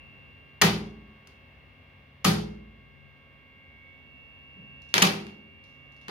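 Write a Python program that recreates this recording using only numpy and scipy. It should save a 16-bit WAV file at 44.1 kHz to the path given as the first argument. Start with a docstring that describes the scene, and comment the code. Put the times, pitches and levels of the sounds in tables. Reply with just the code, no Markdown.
"""Breakers flipped on a steel cabinet

Circuit breakers are flipped by hand, close to a phone in a hard-walled room: two snap off, a third is
latched and closed. Each throw is a quick cluster of noisy impacts with the decaying tones of a plastic case.
The blows make the steel door boom (more decaying tones), and filtered noise gives the room's echo.
Two fans whine faintly (wavering sine tones) over a low rumble (filtered noise)."""
import sys
import numpy as np
from scipy import signal
from scipy.fft import rfft, irfft
from scipy.io import wavfile

SR = 44100
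rng = np.random.default_rng(int(sys.argv[2]) if len(sys.argv) > 2 else 0)


def wrap_up_sound(samples):
    """Save the sound to the file named by the first command line argument, as 16-bit audio."""
    columns = np.atleast_2d(samples).T
    # keep every value between -1 and 1, then stretch to whole-number steps
    tamed = np.clip(columns, -1, 1)
    steps = np.round(tamed * 32767).astype(np.int16)
    wavfile.write(sys.argv[1], SR, steps)


N = 269010
TIME = np.arange(N) / SR


def undb(db):
    """Turn decibels into a plain gain."""
    return 10 ** (np.asarray(db) / 20)


def on_log(hz, points, axis=1):
    """Read one column of a table on a log-frequency axis."""
    table = np.array(points, float)
    return np.interp(np.log(np.maximum(hz, 1)), np.log(table[:, 0]), table[:, axis])


def fade(t, t60):
    """Exponential decay, 60 dB down after t60 seconds."""
    return np.exp(-np.log(1000) * t / max(t60, 1e-4))


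def add(track, sound, at):
    """Mix a sound into a track at a time in seconds."""
    start = int(at * SR)
    track[..., start:start + sound.shape[-1]] += sound[..., :N - start]


def colour(x, points, size=1024):
    """Filter with a (f/Hz, level/dB) response that never sounds before its input (minimum phase)."""
    cepstrum = irfft(np.log(undb(on_log(np.fft.rfftfreq(size, 1 / SR), points))))
    # folding the cepstrum forward in time gives the minimum phase
    cepstrum[1:size // 2] *= 2
    cepstrum[size // 2 + 1:] = 0
    response = irfft(np.exp(rfft(cepstrum)))
    return signal.fftconvolve(x, response)[:len(x)]


def diffuse(size, spacing_s=0.00042):
    """Spectra of noise from all sides at two microphones: alike in the bass, unrelated above."""
    hz = np.fft.rfftfreq(size, 1 / SR)
    alike = np.sinc(2 * hz * spacing_s)
    mid, side = rfft(rng.standard_normal((2, size)))
    mid = mid * np.sqrt((1 + alike) / 2)
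    side = side * np.sqrt((1 - alike) / 2)
    return hz, np.array([mid + side, mid - side])


def walk(rate):
    """Slow random drift around zero, with `rate` new random values per second joined by lines."""
    knots = rng.standard_normal(400)
    return np.interp(TIME * rate, np.arange(len(knots)), knots)


# The phone drifts in from the side to the breakers, then backs away to take in the meters.
# Columns: t/s, place (-1 aside, 0 close, 1 far)
PHONE_PATH = [(0, -.95), (.35, -0.72), (.9, -0.32), (3.2, 0.2), (3.8, 0.45), (4.2, 0.98), (4.9, 0.96),
              (5.5, 0.79)]


def place(at):
    """Where the phone is held: -1 aside, 0 close to the breakers, 1 far back."""
    return np.interp(at, *np.transpose(PHONE_PATH))


def distance(at):
    """How far back the phone is held, from 0 close to 1 far."""
    return np.maximum(place(at), 0)


# Colour of the rumble and rush of air. Columns: f/Hz, level/dB
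RUMBLE_COLOUR = [(15, -36.5), (35, -19.5), (60, 2), (95, 2), (115, -10.5), (240, -6), (320, -14.5),
                 (550, -14), (1000, -17.5), (1450, -20), (1900, -14), (2850, -21), (3700, -25.5),
                 (7500, -50), (16000, -44.5)]
# Slow course of the rumble's loudness. Columns: t/s, level/dB
RUMBLE_LEVEL = [(0, -54.5), (1.4, -55.5), (3.1, -57.5), (4.7, -55.5), (5.6, -57.5)]


def rumble(sway_db=0.44, left_db=0, right_db=-2):
    """Low rumble of the plant room with a little rush of air: filtered noise that sways in level."""
    hz, noise = diffuse(N)
    air = irfft(noise * undb(on_log(hz, RUMBLE_COLOUR)), N)
    level_db = np.interp(TIME, *np.transpose(RUMBLE_LEVEL)) + sway_db * walk(2.2)
    return air / air.std() * undb(level_db) * undb([[left_db], [right_db]])


def tone(hz, db, apart=0, waver_db=5.0, wobble_hz=0.33, drift=1.0):
    """A machine tone that wavers on its own at each microphone; apart and drift are phases in radians."""
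    phase = 2 * np.pi * np.cumsum(hz + wobble_hz * walk(16)) / SR
    pair = []
    for offset in (apart, 0):
        waver = undb(waver_db * walk(3.6))
        pair.append(waver * np.sin(phase + offset + drift * walk(0.5)))
    return np.sqrt(2) * undb(db) * np.array(pair)


# Machine tones besides the fans. Columns: f/Hz, level/dB
HUM_TONES = [(99, -72), (139, -64.5), (261, -72), (392, -76.5), (1203, -80.5), (2271, -75), (2360, -76.5),
             (2637, -75), (2807, -77), (2915, -84.5), (3469, -83.5)]


def hum():
    """Steady machine tones; long waves reach both microphones nearly in step."""
    return sum(tone(hz, db, min(hz / 1000, np.pi / 2)) for hz, db in HUM_TONES)


# How often the blades pass, slow fan then fast fan. Columns: f/Hz at the start, rise/(Hz per s)
BLADE_RATES = [(533.85, .19), (554.4, .27)]


def blade_rates():
    """Blade rates in Hz of the slow and the fast fan, both creeping up."""
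    return [hz + rise * TIME for hz, rise in BLADE_RATES]


# Weaker fan harmonics. Columns: multiple of the blade rate, slow fan level/dB, fast fan level/dB
WEAK_HARMONICS = [(1, -76, -78.5), (2, -85, -73.5), (3, -75.5, -92), (6, -79.5, -80.5)]


def fan_overtones():
    """The weaker harmonics of both fans, each a faint wavering tone."""
    slow, fast = blade_rates()
    out = 0
    for multiple, slow_db, fast_db in WEAK_HARMONICS:
        for rate, db in ((slow, slow_db), (fast, fast_db)):
            out = out + tone(round(multiple) * rate, db, 1.0, waver_db=3.0, drift=0.17)
    return out


# Whine in the standing waves of the room: 4th and 5th harmonic of the slow fan, then of the fast fan.
# Columns: close level/dB, change far or aside/dB, swell at the antinode/dB,
# close left-right/dB, far left-right/dB, close phase between microphones/rad, far phase/rad
WHINE_TONES = [(-66, -3, 12, -3, -8, .2, 3), (-74.5, 10.5, -5, -11.5, 16.5, 1.5, 1.34),
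               (-68, -0.5, 9, 2.5, -19.5, .1, 1.4), (-68.5, 13, -1.5, -2, -7, 0.81, 2.5)]


def fan_whine(antinode=0.54, antinode_width=0.2):
    """Strong fan harmonics pass through quiet and loud spots of standing waves as the phone moves."""
    slow, fast = blade_rates()
    far, off_node = distance(TIME), np.abs(place(TIME))
    # 1 where the phone is at the antinode, on its way from 0 close to 1 far
    at_antinode = np.exp(-((far - antinode) / antinode_width) ** 2)

    def between(close, away):
        """Blend from the close to the far setting."""
        return close + (away - close) * far

    out = 0
    for hz, row in zip((4 * slow, 5 * slow, 4 * fast, 5 * fast), WHINE_TONES):
        close_db, change_db, swell_db, close_pan, far_pan, close_rad, far_rad = row
        pan_db = between(close_pan, far_pan) * np.array([[0.5], [-0.5]])
        db = close_db + change_db * off_node + swell_db * at_antinode + pan_db
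        out = out + tone(hz, db, between(close_rad, far_rad), waver_db=2.23, drift=0.45)
    return out


# A breaker snaps over. Columns: t/s, duration/s, level/dB, treble tilt/(dB per octave),
# case ring/dB, metallic presence/dB, room/dB
BREAKER_THROWS = [(0.6148, .0075, .5, 0.63, -2, 1, 0), (2.2458, 0.0057, -6, 1.5, 3.5, -2.5, 4.5),
                  (5.0201, 0.0073, 0.5, 1.3, 0, 3.5, -2)]
# Every throw runs through latch, contacts, toggle and rebound.
# Columns: share of the duration, level/dB, treble tilt/(dB per octave)
THROW_PARTS = [(0, -6, -1), (0.382, -3, 2.5), (.66, 0, 1), (1, -3, -4)]
# Single clicks of a latch or toggle. Columns: t/s, level/dB, treble tilt/(dB per octave),
# case ring/dB, metallic presence/dB, room/dB
SINGLE_CLICKS = [(1.2728, -34.5, 0, -9, -8, -3), (2.2444, -27, 2, 2.5, -10, -1),
                 (4.9407, -2, 0.5, -12.5, 4, 2.5), (4.9802, 0, -2, -10, -6.5, -5),
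                 (5.2675, -33.5, -2.5, -20.5, 1, 1.5), (6.0828, -24, -3, 3, -1, 7.5)]


def strikes():
    """All impacts, in the columns of SINGLE_CLICKS: each throw unfolds into its parts, then the clicks."""
    hits = []
    for at, duration, db, tilt, case_db, presence_db, room_db in BREAKER_THROWS:
        for share, part_db, part_tilt in THROW_PARTS:
            hits.append((at + share * duration, db + part_db, tilt + part_tilt,
                         case_db, presence_db, room_db))
    return hits + list(SINGLE_CLICKS)


def voicing(hz, tilt, presence_db, presence_hz=2700, octaves=0.45):
    """Gain in dB of one impact: harder contact is brighter, metal parts add a presence hump."""
    hump = np.exp(-(np.log2(hz / presence_hz) / octaves) ** 2)
    return tilt * np.log2(max(hz, 1000) / 3000) + presence_db * hump


# Reverberation of the room, band by band. Columns: f/Hz, level/dB, t60/s
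ROOM_BANDS = [(45.6, 5, 1), (100, 10.5, 2.7), (200, 10.5, 1.1), (390, 15.5, .58), (780, 12.5, .47),
              (1199, 2, 0.46), (1700, -0.5, .41), (2560, 1.5, .41), (4220, 6.5, 0.38), (6460, -0.5, .36),
              (10125, 2, 0.32), (16000, 5.5, .24)]


def room(wet_db=-23, build_s=0.0068, gap_s=0.0016, case_share=0.57, case_hz=1200, case_width_hz=250):
    """Every impact feeds a noise tail that thickens over the first milliseconds; the treble dies first."""
    t = TIME[:SR]
    hz, noise = diffuse(N)
    # random fine peaks and dips roughen the colour of the tail
    ripple_db = 1.8 * np.interp(hz, np.linspace(0, SR / 2, 400), rng.standard_normal(400))
    noise = noise * undb(on_log(hz, IMPACT_COLOUR) + ripple_db)
    build = 1 - np.exp(-np.maximum(t - gap_s, 0) / build_s)
    out = 0
    for k, (centre, band_db, t60) in enumerate(ROOM_BANDS):
        tail_power = (build * fade(t, t60)) ** 2
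        power = np.zeros(N)
        # the ringing case feeds the bands near its own pitch
        near_case = case_share * np.exp(-((centre - case_hz) / case_width_hz) ** 2)
        for at, db, tilt, case_db, presence_db, room_db in strikes():
            gain = undb(db + room_db + voicing(centre, tilt, presence_db))
            gain = gain * (1 + near_case * undb(case_db))
            add(power, gain ** 2 * tail_power, at)
        # this band fades into its neighbours
        band = on_log(hz, [(row[0], j == k) for j, row in enumerate(ROOM_BANDS)])
        # each band of the tail flickers a little in level, at random
        flicker_db = 1.1 * walk(60)
        out = out + undb(band_db + flicker_db) * irfft(noise * band, N) * np.sqrt(power)
    return undb(wet_db) * out


# Blows that reach the cabinet.
# Columns: t/s, level/dB, tilt/(dB per octave), favoured f/Hz, favoured by/dB
DOOR_BLOWS = [(0.618, 4, 0.5, 175, 1), (2.252, 3.5, 0, 374.5, 17.5), (4.56, -27, -1.5, 200, 5.5),
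              (4.941, -13, 2.5, 116.3, 10.5), (5.022, -2.5, 5, 192, 9), (6.081, -18.5, 2, 300, 16.5)]
# Steel door and cabinet modes (natural tones). Columns: f/Hz, level/dB, t60/s
DOOR_MODES = [(56.2, -20, 1.6), (77.97, -23.5, 1.1), (115.4, -9.5, 0.61), (148.7, -15.5, .5),
              (161.4, -5.5, 0.64), (171.4, -3.5, 0.4), (190, 9.5, .09), (200, -7, 0.74),
              (217.4, -14.5, 1.1), (270.3, -12.5, 0.35), (309.2, -21.5, 0.83), (337, -16, 0.7),
              (394, -14.5, 0.77), (422.7, -15, 0.72), (465, -24.5, 0.18), (490, -20, 0.46), (545, -25, .25),
              (604, -21, 0.37), (791, -21, 0.49), (767, -19, 0.41)]


def door(boom_db=-19, swell_cycles=2.9, scatter_db=1, apart_hz=520, favour_octaves=0.057, right_db=0.5):
    """Blows spread through sheet steel: low modes swell slowest, high ones reach the microphones out of step."""
    t = TIME[:2 * SR]
    out = np.zeros((2, N))
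    for at, level, tilt, favoured_hz, favour_db in DOOR_BLOWS:
        chance = rng.standard_normal((len(DOOR_MODES), 2))
        boom = 0
        for k, (hz, db, t60) in enumerate(DOOR_MODES):
            # where the blow lands decides which modes it drives best
            place_db = favour_db * np.exp(-(np.log2(hz / favoured_hz) / favour_octaves) ** 2)
            mode_db = db + place_db + tilt * np.log2(hz / 180) + scatter_db * chance[k, 0]
            gain = (-1) ** k * undb(mode_db)
            envelope = fade(t, t60) * (1 - np.exp(-t * hz / swell_cycles))
            apart = min((hz / apart_hz) ** 2, 1) * chance[k, 1] * np.array([[1], [-1]])
            boom = boom + gain * envelope * np.sin(2 * np.pi * hz * t + apart)
        add(out, undb(level + boom_db) * boom, at)
    return out * undb([[0], [right_db]])


# Light creaks of a toggle under the thumb. Columns: t/s, level/dB, ring t60/s
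TOGGLE_CREAKS = [(4.8200, -60.5, 0.5), (4.8905, -61, 0.54), (5.64, -62, 0.81), (5.922, -67, 0.45),
                 (5.9650, -69, 0.28), (6.0145, -64, 0.65)]
# Resonances of the toggle spring. Columns: f/Hz, half-width/Hz, level/dB
SPRING_MODES = [(3940, 700, -0.5), (5440, 400, -5.5), (6510, 630, -11.5), (9650, 448, -12)]


def creaks(tick_db=12, tick_t60=0.0067):
    """The toggle spring takes up load in small slips, each a faint tick with a thin ring."""
    t = TIME[:SR]
    envelope = np.zeros(N)
    for at, db, t60 in TOGGLE_CREAKS:
        add(envelope, undb(db) * (fade(t, t60) + undb(tick_db) * fade(t, tick_t60)), at)
    hz, noise = diffuse(N)
    response = sum(undb(db) / (1 + ((hz - centre) / width) ** 2) for centre, width, db in SPRING_MODES)
    ring = irfft(noise * response, N)
    return undb(-6.0) * envelope * ring / ring.std()


# Early reflections from the hand, cabinet and wall. 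Columns: delay/s, level/dB
EARLY_ECHOES = [(.0085, -15.5), (.0205, -15), (.0275, -14.5), (.047, -14.5)]


def reflections(x, dull_hz=5000):
    """Near hard surfaces throw back duller copies, crossing over to the other microphone."""
    low_pass = signal.butter(2, dull_hz, fs=SR, output="sos")
    dull = signal.sosfilt(low_pass, x[::-1])
    out = np.zeros((2, N))
    for delay, db in EARLY_ECHOES:
        add(out, undb(db) * dull, delay)
    return out


# Colour of an impact, also used for its tail in room(). Columns: f/Hz, level/dB
IMPACT_COLOUR = [(60, -36), (200, -6.5), (500, -7), (1000, -1), (1800, 9), (2600, 7), (3800, 1.5),
                 (5500, 0.5), (6800, 0), (7500, -8), (9500, -5), (12000, -7.5), (15500, -18.5)]
# Plastic case modes (natural tones). Columns: f/Hz, level/dB, t60/s
CASE_MODES = [(940, -10, 0.029), (1171, -6, 0.077), (1235, 2.5, 0.096), (1578, -11, 0.016),
              (1930, -4.5, 0.016), (3070, -9.5, .02), (6830, -13, 0.079)]


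def impacts(snap_db=10, tick_db=-3, ring_db=-21, rattle_t60=0.02, lag_close_ms=0.067, lag_far_ms=0.3):
    """Each impact is a hard tick, a short rattle of settling springs and levers, and the ring of the case."""
    t = TIME[:SR // 10]
    ring = sum(undb(db) * fade(t, t60) * np.sin(2 * np.pi * hz * t) for hz, db, t60 in CASE_MODES)
    tick = undb(tick_db) * (t == 0)
    out = np.zeros((2, N))
    for at, db, tilt, case_db, presence_db, _ in strikes():
        # the click reaches the left microphone a little later than the right
        late_ms = lag_close_ms + (lag_far_ms - lag_close_ms) * distance(at)
        spectrum = [(hz, level + voicing(hz, tilt, presence_db)) for hz, level in IMPACT_COLOUR]
        shared = rng.standard_normal(len(t))
        for channel, lag in enumerate((late_ms / 1000, 0)):
            rattle = (shared + rng.standard_normal(len(t))) * fade(t, rattle_t60)
            crack = colour(tick + rattle / np.linalg.norm(rattle), spectrum)
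            hit = undb(snap_db) * crack + undb(ring_db + case_db) * ring
            add(out[channel], undb(db) * hit, at + lag)
    return out


# The right microphone is shaded, most of all in the top octave. Columns: f/Hz, level/dB
RIGHT_SHADE = [(100, -2), (700, -2), (2400, 0), (4500, .5), (6500, -2), (8000, -10), (10000, -12),
               (13000, -9.5), (16000, -8)]


def scene():
    """Steady machines, the booming door, and the clacks with their reverberation."""
    machines = rumble() + hum() + fan_overtones() + fan_whine()
    clacks = impacts()
    left, right = clacks + reflections(clacks) + room() + creaks()
    return machines + door() + np.array([left, colour(right, RIGHT_SHADE)])


def record(dry, top_hz=15900):
    """The phone rounds the highest peaks and cuts the top."""
    low_pass = signal.ellip(8, 0.2, 70, top_hz, fs=SR, output="sos")
    return signal.sosfilt(low_pass, np.tanh(dry))


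dry = scene()
out = record(dry)
wrap_up_sound(out)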